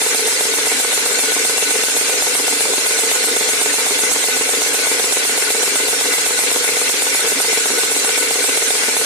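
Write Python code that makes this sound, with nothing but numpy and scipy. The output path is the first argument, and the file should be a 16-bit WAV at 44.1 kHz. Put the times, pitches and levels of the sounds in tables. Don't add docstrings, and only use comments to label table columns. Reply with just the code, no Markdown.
import sys
import numpy as np
from scipy import signal
from scipy.fft import rfft, irfft, next_fast_len
from scipy.io import wavfile
from scipy.ndimage import uniform_filter1d, map_coordinates

SR = 44100
rng = np.random.default_rng(int(sys.argv[2]) if len(sys.argv) > 2 else 0)


def int16_out(signal):
    q = np.round(np.clip(np.atleast_2d(signal).T, -1, 1) * 32767)
    wavfile.write(sys.argv[1], SR, q.astype(np.int16))


N = 399105
TIME = np.arange(N) / SR

# time_s, turns_per_s
ROTOR_SPEED = [(0.0, 7.714), (0.35, 7.634), (2.57, 7.814), (3.33, 8.011), (4.24, 7.987), (4.84, 7.889),
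               (7.19, 7.916), (8.42, 7.542), (9.05, 7.718)]
# turn_share, swish_db, drag_db
TURN_LEVELS = [(.04, 1.9, -2.5), (.12, 2.1, -3.2), (.18, 1.4, -2.8), (.28, .1, -.6), (.37, -.1, -.3),
               (.45, .4, -.2), (.52, -.3, -1.2), (.7, -2.1, .5), (.78, -2.3, .3), (.92, -1.8, .8),
               (.975, 2, -2.2)]
# pitch_hz, left_over_right_db
MIC_BALANCE = [(60, -2), (110, 6), (200, -15), (380, 15), (700, -5.5), (1290, -7), (2300, 9), (3100, 8.5),
               (4400, -10.5), (5100, -1), (6200, -2.5), (8120, -1.5), (15000, 2.5)]
# pitch_hz, correlation (clipped to -1..1)
MIC_LIKENESS = [(40, -1.4), (130, 1), (450, 0.82), (800, 1), (1300, 0.35), (2500, -0.26), (8000, -0.056)]
# pitch_hz, level_db
AIR_SPECTRUM = [(1500, -18.5), (2300, -4), (3050, -11.5), (4100, -4.5), (4650, -6), (5300, -2.5),
                (6000, -1.5), (7000, 3), (8000, 4), (9200, 3.5), (10000, 0.5), (11000, -1.5), (12400, -8.5),
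                (14400, -14.5), (15400, -16)]
# pitch_hz, width_hz, struck_db, dragged_db, left_over_right_db
TIN_MODES = [(264.5, 19, -11, -3.5, 0.5), (290.1, 9.2, -6.5, 2, 0), (402.4, 19, 1, -1.5, 0),
             (430.2, 6.9, 5, 2.5, 5), (453.8, 8.2, 6, 6.8, -2), (476.4, 13.6, 0.5, -4, 0),
             (493.4, 8.8, 0, 3, 12), (527.6, 10.4, 3.5, -4.5, -7), (591.6, 20, -4, -20, 3),
             (730, 41, -4.5, -23, 3.5), (824, 20, -12, -17.5, 7), (885, 22, -7, -20, 8),
             (960, 790, -21.5, -13, 8), (1311, 26, -7, -10, 11), (1481, 36.5, -9.5, 1.6, 7),
             (1622, 27, -9, -8.5, 12), (2033, 80, -2.5, 0, 3), (2182, 93, -8, -3.5, 8.5),
             (2340, 52, -20, 0, 1.5), (2692, 72, -20, -2, -1.5), (2910, 31, -19, -3.5, 2),
             (3223, 110, -4, -7, -6), (3554, 73, 9, -6, -7), (3984, 61, -14, -3.5, -1.5),
             (4230, 125, -9, -5.5, 1)]
MODE_BORDERS_HZ = [200, 340, 515, 1850, 2480, 7000]
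# turn_share, half_length_share, pressure_loss_db
WHIP_REBOUNDS = [(.155, .085, 12), (.315, .035, 7), (.52, .06, 9), (.68, .025, 3), (.83, .025, 2.5),
                 (.955, .03, 2.5)]
# time_s, rise_db (before HOLLOW_DEPTH)
HOLLOW_SWELLS = [(0.26, 7.5), (0.5, 6), (0.75, 1.5), (1.12, 7), (1.26, 4.5), (1.45, 4.5), (1.76, 5.5),
                 (2.15, 12), (2.28, 6), (2.69, 8), (3.05, 5), (3.33, 8.5), (3.92, 7.5), (4.04, 6),
                 (4.56, 4), (4.8, 7.5), (4.94, 6.5), (5.19, 3), (5.6, 5.5), (5.73, 3), (5.82, 5.0),
                 (6.07, 4), (6.45, 5), (6.57, 6), (7.25, 5), (7.5, 6), (7.76, 10), (8.09, 8.5), (8.23, 6),
                 (8.39, 5), (8.51, 5), (9.02, 8)]
# time_s, rise_db (before LOW_DEPTH)
LOW_NOTE_SWELLS = [(0.59, 17), (0.75, 14), (1.22, 12), (1.38, 13), (1.69, 16), (1.95, 6), (2.4, 18),
                   (2.52, 19), (3.28, 23), (3.69, 10), (4.02, 11), (4.16, 15), (4.39, 23), (4.55, 14),
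                   (4.7, 7), (5.32, 18), (5.94, 10), (6.07, 17), (6.2, 3), (7.07, 17), (7.34, 26),
                   (7.72, 14), (7.97, 13), (8.22, 15), (8.49, 14), (8.89, 8)]
# time_s, rise_db (before BRIGHT_DEPTH or CLANG_DEPTH)
BRIGHT_FLARES = [(0.11, 2), (0.73, 9), (0.9, 6), (2.92, 8), (3.09, 8), (3.49, 10), (4.06, 3.5), (4.23, 5),
                 (4.95, 8), (6.13, 9), (6.39, 10), (6.5, 6), (6.68, 4), (6.9, 2), (7.16, 15), (7.54, 13),
                 (8.15, 11), (8.27, 6), (8.54, 7), (8.84, 10)]
# pitch_hz, level_db
RUSTLE_SPECTRUM = [(30, -71), (100, -23), (190, -17), (260, -24), (500, 10), (800, 11.5), (1150, -0.5),
                   (1800, 18.5), (2500, -8), (3200, 3), (6000, 11.5), (15000, -34)]
# pitch_hz, level_db
GRAIN_SPECTRUM = [(2400, -0.5), (2750, 1), (3100, -5), (3500, 0.5), (4200, 1.5), (4650, 0), (5150, 0),
                  (5600, 2), (6800, 0.5)]
SKIP_SHARES = [.24, .59, .73, .862]
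SKIP_LEVELS_DB = [-31, -26.5, -23.5, -28]
# turn_share, level_db
CHATTER_CONTACTS = [(.008, -23.5), (.365, -25)]
# pitch_hz, level_db
CHATTER_SPECTRUM = [(400, -25), (750, -2), (1300, -2), (2100, -4), (3000, -13), (6000, -15), (12000, -30)]
# delay_s, level_db
NEAR_ECHOES = [(.0028, -15), (.0047, -14), (.0066, -11)]

AIR_DB, DRAG_DB, RUSTLE_DB, GRAIN_DB = -19.5, -22.5, -32, -26.1
HOLLOW_DEPTH, LOW_DEPTH, BRIGHT_DEPTH, CLANG_DEPTH = .9, .5, .45, .4


def from_db(db):
    return 10 ** (np.asarray(db) / 20)


def unit_rms(x):
    return x / np.sqrt(np.mean(x ** 2) + 1e-20)


def at_hz(points, hz):
    pitch_hz, value = np.transpose(points)
    return np.interp(np.log(np.maximum(hz, 1)), np.log(pitch_hz), value)


def pan(left_over_right_db):
    return from_db(np.array([[.5], [-.5]]) * left_over_right_db)


def delay(x, delay_s):
    return np.pad(x, ((0, 0), (round(delay_s * SR), 0)))[:, :N]


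def drift(per_s):
    knots, coarse_s = rng.standard_normal(8192), TIME[::32]
    wander = map_coordinates(knots, [coarse_s * per_s], order=2, mode="wrap")
    return unit_rms(np.interp(TIME, coarse_s, wander))


def bump(x, centre, width):
    return np.exp(-((x - centre) / width) ** 2)


def resonate(x, hz, width_hz):
    radius = np.exp(-np.pi * width_hz / SR)
    feedback = [1, -2 * radius * np.cos(2 * np.pi * hz / SR), radius ** 2]
    return signal.lfilter(np.array([1, 0, -1]) * (1 - radius ** 2) / 2, feedback, x + 1e-18)


def roll_off(x, hz, kind="low", order=2):
    return signal.sosfilt(signal.butter(order, hz, kind, fs=SR, output="sos"), x)


def spread(mid, side, hz):
    alike = np.clip(at_hz(MIC_LIKENESS, hz), -1, 1)
    return np.sqrt(1 + alike) * mid + np.sqrt(1 - alike) * side * [[1], [-1]]


def stereo_noise(spectrum):
    size = next_fast_len(N)
    hz = np.fft.rfftfreq(size, 1 / SR)
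    white = spread(*rfft(rng.standard_normal((2, size))), hz)
    coloured = white * from_db(at_hz(spectrum, hz)) * pan(at_hz(MIC_BALANCE, hz))
    return unit_rms(irfft(coloured, size)[:, :N])


def flutter(x, band_hz, per_s, depth_db=3.7):
    hz, frame_s, frames = signal.stft(x, SR, nperseg=1024)
    grid = np.meshgrid(hz / band_hz, frame_s * per_s, indexing="ij")
    knots = rng.standard_normal((2, 256, 512))
    wander = np.array([map_coordinates(side, grid, order=1, mode="wrap") for side in knots])
    return signal.istft(frames * from_db(depth_db * unit_rms(wander)), SR)[1][:, :N]


def rotor_turns(first_slap_s=.0165):
    turned = np.cumsum(np.interp(TIME, *np.transpose(ROTOR_SPEED))) / SR
    return turned - np.interp(first_slap_s, TIME, turned)


def air_rush(swish_db):
    size = next_fast_len(N)
    hz = np.fft.rfftfreq(size, 1 / SR)
    hiss_spectrum = rfft(stereo_noise(AIR_SPECTRUM), size)
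    swell_db = swish_db + .25 * drift(per_s=30)
    centres_hz, swell_depths = [4200, 7200, 9800, 14500], [.03, .55, 1.0, 1.4]
    rush = 0
    for weights, depth in zip(np.eye(len(centres_hz)), swell_depths):
        band = irfft(hiss_spectrum * np.interp(hz, centres_hz, weights))[:, :N]
        rush = rush + band * from_db(depth * swell_db)
    return from_db(AIR_DB) * unit_rms(rush)


def swelling(swells, half_length_s=.04):
    level_db = sum(rise_db * bump(TIME, time_s, half_length_s) for time_s, rise_db in swells)
    return level_db - level_db.mean()


def lid_pressure(turns, hollow_db):
    loss_db = sum(db * bump(turns % 1, share, width) for share, width, db in WHIP_REBOUNDS)
    return -loss_db * from_db(-np.maximum(hollow_db, 0))


def rubbed_modes(force, low_hz, high_hz, wander_db=1.9):
    ring = 0
    for hz, width_hz, _, dragged_db, lean_db in TIN_MODES:
        if low_hz <= hz < high_hz:
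            grip = from_db(wander_db * drift(per_s=24))
            friction = force * grip * spread(*rng.standard_normal((2, N)), hz)
            ring = ring + from_db(dragged_db) * pan(lean_db) * resonate(friction, hz, width_hz)
    return ring


def hold_steady(x, window_s=.11):
    power = np.mean(x ** 2, axis=0)
    return x * np.sqrt(power.mean() / (uniform_filter1d(power, int(window_s * SR)) + 1e-12))


def metal_flex(x, pitch_share=.004):
    position = np.arange(N) + np.cumsum(pitch_share * drift(per_s=28))
    return np.array([map_coordinates(side, [position], order=2, mode="mirror") for side in x])


def whip_drag(drag_db, pressure_db, hollow_db, flare_db):
    force = from_db(drag_db + .7 * drift(per_s=70))
    ranges_hz = zip(MODE_BORDERS_HZ, MODE_BORDERS_HZ[1:])
    low, hollow, middle, bright, top = [rubbed_modes(force, *span) for span in ranges_hz]
    low_note = hold_steady(low) * from_db(LOW_DEPTH * swelling(LOW_NOTE_SWELLS))
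    hollow_ring = hold_steady(hollow) * from_db(hollow_db)
    drum = roll_off((low_note + hollow_ring) * from_db(pressure_db), 210, "high")
    metal = metal_flex(middle + top + bright * from_db(BRIGHT_DEPTH * flare_db))
    rustle = force * flutter(stereo_noise(RUSTLE_SPECTRUM), band_hz=90, per_s=34)
    return from_db(DRAG_DB) * unit_rms(drum + metal) + from_db(RUSTLE_DB) * rustle


def treble_grain(drag_db, pings_per_s=320, t60_s=.11):
    starts = np.flatnonzero(rng.random(N) < pings_per_s / SR)
    pitch_share, bearing = rng.random((len(starts), 2)).T
    low_hz, high_hz = GRAIN_SPECTRUM[0][0], GRAIN_SPECTRUM[-1][0]
    pitches_hz = low_hz + pitch_share * (high_hz - low_hz)
    strength = from_db(at_hz(GRAIN_SPECTRUM, pitches_hz) + .5 * drag_db[starts])
    mic_gains = strength * np.array([np.cos(2 * np.pi * bearing), np.sin(2 * np.pi * bearing)])
    t = TIME[:int(t60_s * SR / 2)]
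    fade = from_db(-60 * t / t60_s)
    grain = np.zeros((2, N + len(t)))
    for start, hz, gains in zip(starts, pitches_hz, mic_gains.T):
        grain[:, start:start + len(t)] += np.outer(gains, fade * np.sin(2 * np.pi * hz * t))
    return from_db(GRAIN_DB) * unit_rms(grain[:, :N])


def each_turn(turns, share, level_db, scatter_db, jitter_s):
    marks = np.arange(np.ceil(turns[-1])) + share
    lateness, strength = rng.standard_normal((len(marks), 2)).T
    times = np.interp(marks, turns, TIME, right=2 * TIME[-1]) + jitter_s * lateness
    return times, level_db + scatter_db * strength


def impulses(times, levels_db):
    train = np.zeros(N)
    starts = np.round(times * SR).astype(int)
    inside = (starts >= 0) & (starts < N)
    train[starts[inside]] = from_db(levels_db)[inside]
    return train


def lid_snap(times, levels_db, hz, width_hz=900, lean_db=3):
    pulse = resonate(impulses(times, levels_db), hz, width_hz)
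    return -resonate(pulse, hz, width_hz) * pan(lean_db)


def lid_strike(times, levels_db, flare_db, contact_hz, slap_hz, width_hz, slap_db, ring_db, vary_db):
    blows = lid_snap(times, levels_db + slap_db, slap_hz, width_hz, lean_db=2)
    variation = rng.uniform(-1.18, 1, (len(times), len(TIN_MODES)))
    clang_db = CLANG_DEPTH * np.interp(times, TIME, flare_db)
    for k, (hz, mode_width_hz, struck_db, _, lean_db) in enumerate(TIN_MODES):
        is_bright = MODE_BORDERS_HZ[3] <= hz < MODE_BORDERS_HZ[4]
        mode_db = ring_db + struck_db + vary_db * variation[:, k] + is_bright * clang_db
        blows = blows - resonate(impulses(times, levels_db + mode_db), hz, mode_width_hz) * pan(lean_db)
    return roll_off(roll_off(blows, contact_hz), 180, "high")


def sharp_slap(turns, flare_db):
    times, levels_db = each_turn(turns, share=0, level_db=-19.4, scatter_db=.6, jitter_s=.00036)
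    body = lid_strike(times, levels_db, flare_db, contact_hz=2460, slap_hz=643, width_hz=480,
                      slap_db=33, ring_db=38.5, vary_db=1.5)
    crack = lid_snap(times, levels_db + 26, hz=1400)
    return body + crack


def tip_chatter(turns, decay_s=.0055):
    contacts = [each_turn(turns, share, db, scatter_db=2, jitter_s=.0003)
                for share, db in CHATTER_CONTACTS]
    taps = impulses(*np.hstack(contacts))
    envelope = signal.lfilter([1], [1, -np.exp(-1 / (decay_s * SR))], taps + 1e-18)
    return envelope * stereo_noise(CHATTER_SPECTRUM)


def shed_echoes(x, t60_s=.25, tail_db=-9):
    t = TIME[:SR // 2]
    mid, side = rng.standard_normal((2, len(t)))
    diffuse = mid + roll_off(side, 1350, "high", order=1) * [[1], [-1]]
    tail = diffuse * from_db(-60 * t / t60_s) * (t > .008)
    tail = tail / np.sqrt(np.sum(tail ** 2) / 2)
    near = sum(from_db(db) * delay(x, delay_s) for delay_s, db in NEAR_ECHOES)
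    return x + near + from_db(tail_db) * signal.fftconvolve(x, tail, axes=1)[:, :N]


def soft_skips(turns, hollow_db, flare_db):
    contacts = [each_turn(turns, share, db, scatter_db=1.5, jitter_s=.001)
                for share, db in zip(SKIP_SHARES, SKIP_LEVELS_DB)]
    times, levels_db = np.hstack(contacts)
    levels_db = levels_db + np.interp(times, TIME, hollow_db)
    return lid_strike(times, levels_db, flare_db, contact_hz=565, slap_hz=444, width_hz=130,
                      slap_db=40, ring_db=27.5, vary_db=7)


def heavy_slap(turns, flare_db):
    times, levels_db = each_turn(turns, share=.36, level_db=-21.7, scatter_db=.5, jitter_s=.000768)
    body = lid_strike(times, levels_db, flare_db, contact_hz=1450, slap_hz=820, width_hz=650,
                      slap_db=31.3, ring_db=43, vary_db=4)
    crack = lid_snap(times, levels_db + 28, hz=1300)
    return body + crack


def scene():
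    turns = rotor_turns()
    shares, turn_swish_db, turn_drag_db = np.transpose(TURN_LEVELS)
    swish_db = np.interp(turns, shares, turn_swish_db, period=1)
    drag_db = np.interp(turns, shares, turn_drag_db, period=1)
    hollow_db = HOLLOW_DEPTH * swelling(HOLLOW_SWELLS)
    flare_db = swelling(BRIGHT_FLARES)
    slaps = sharp_slap(turns, flare_db) + heavy_slap(turns, flare_db)
    blows = shed_echoes(slaps + soft_skips(turns, hollow_db, flare_db)) + tip_chatter(turns)
    drag = whip_drag(drag_db, lid_pressure(turns, hollow_db), hollow_db, flare_db)
    clatter = blows + drag + treble_grain(drag_db)
    clatter = np.vstack([delay(clatter[:1], delay_s=.00007), clatter[1:]])
    return clatter + flutter(air_rush(swish_db), band_hz=115, per_s=38)


def record(dry):
    return signal.sosfilt(signal.ellip(12, .1, 90, 15500, fs=SR, output="sos"), dry)


dry = scene()
out = record(dry)
int16_out(out)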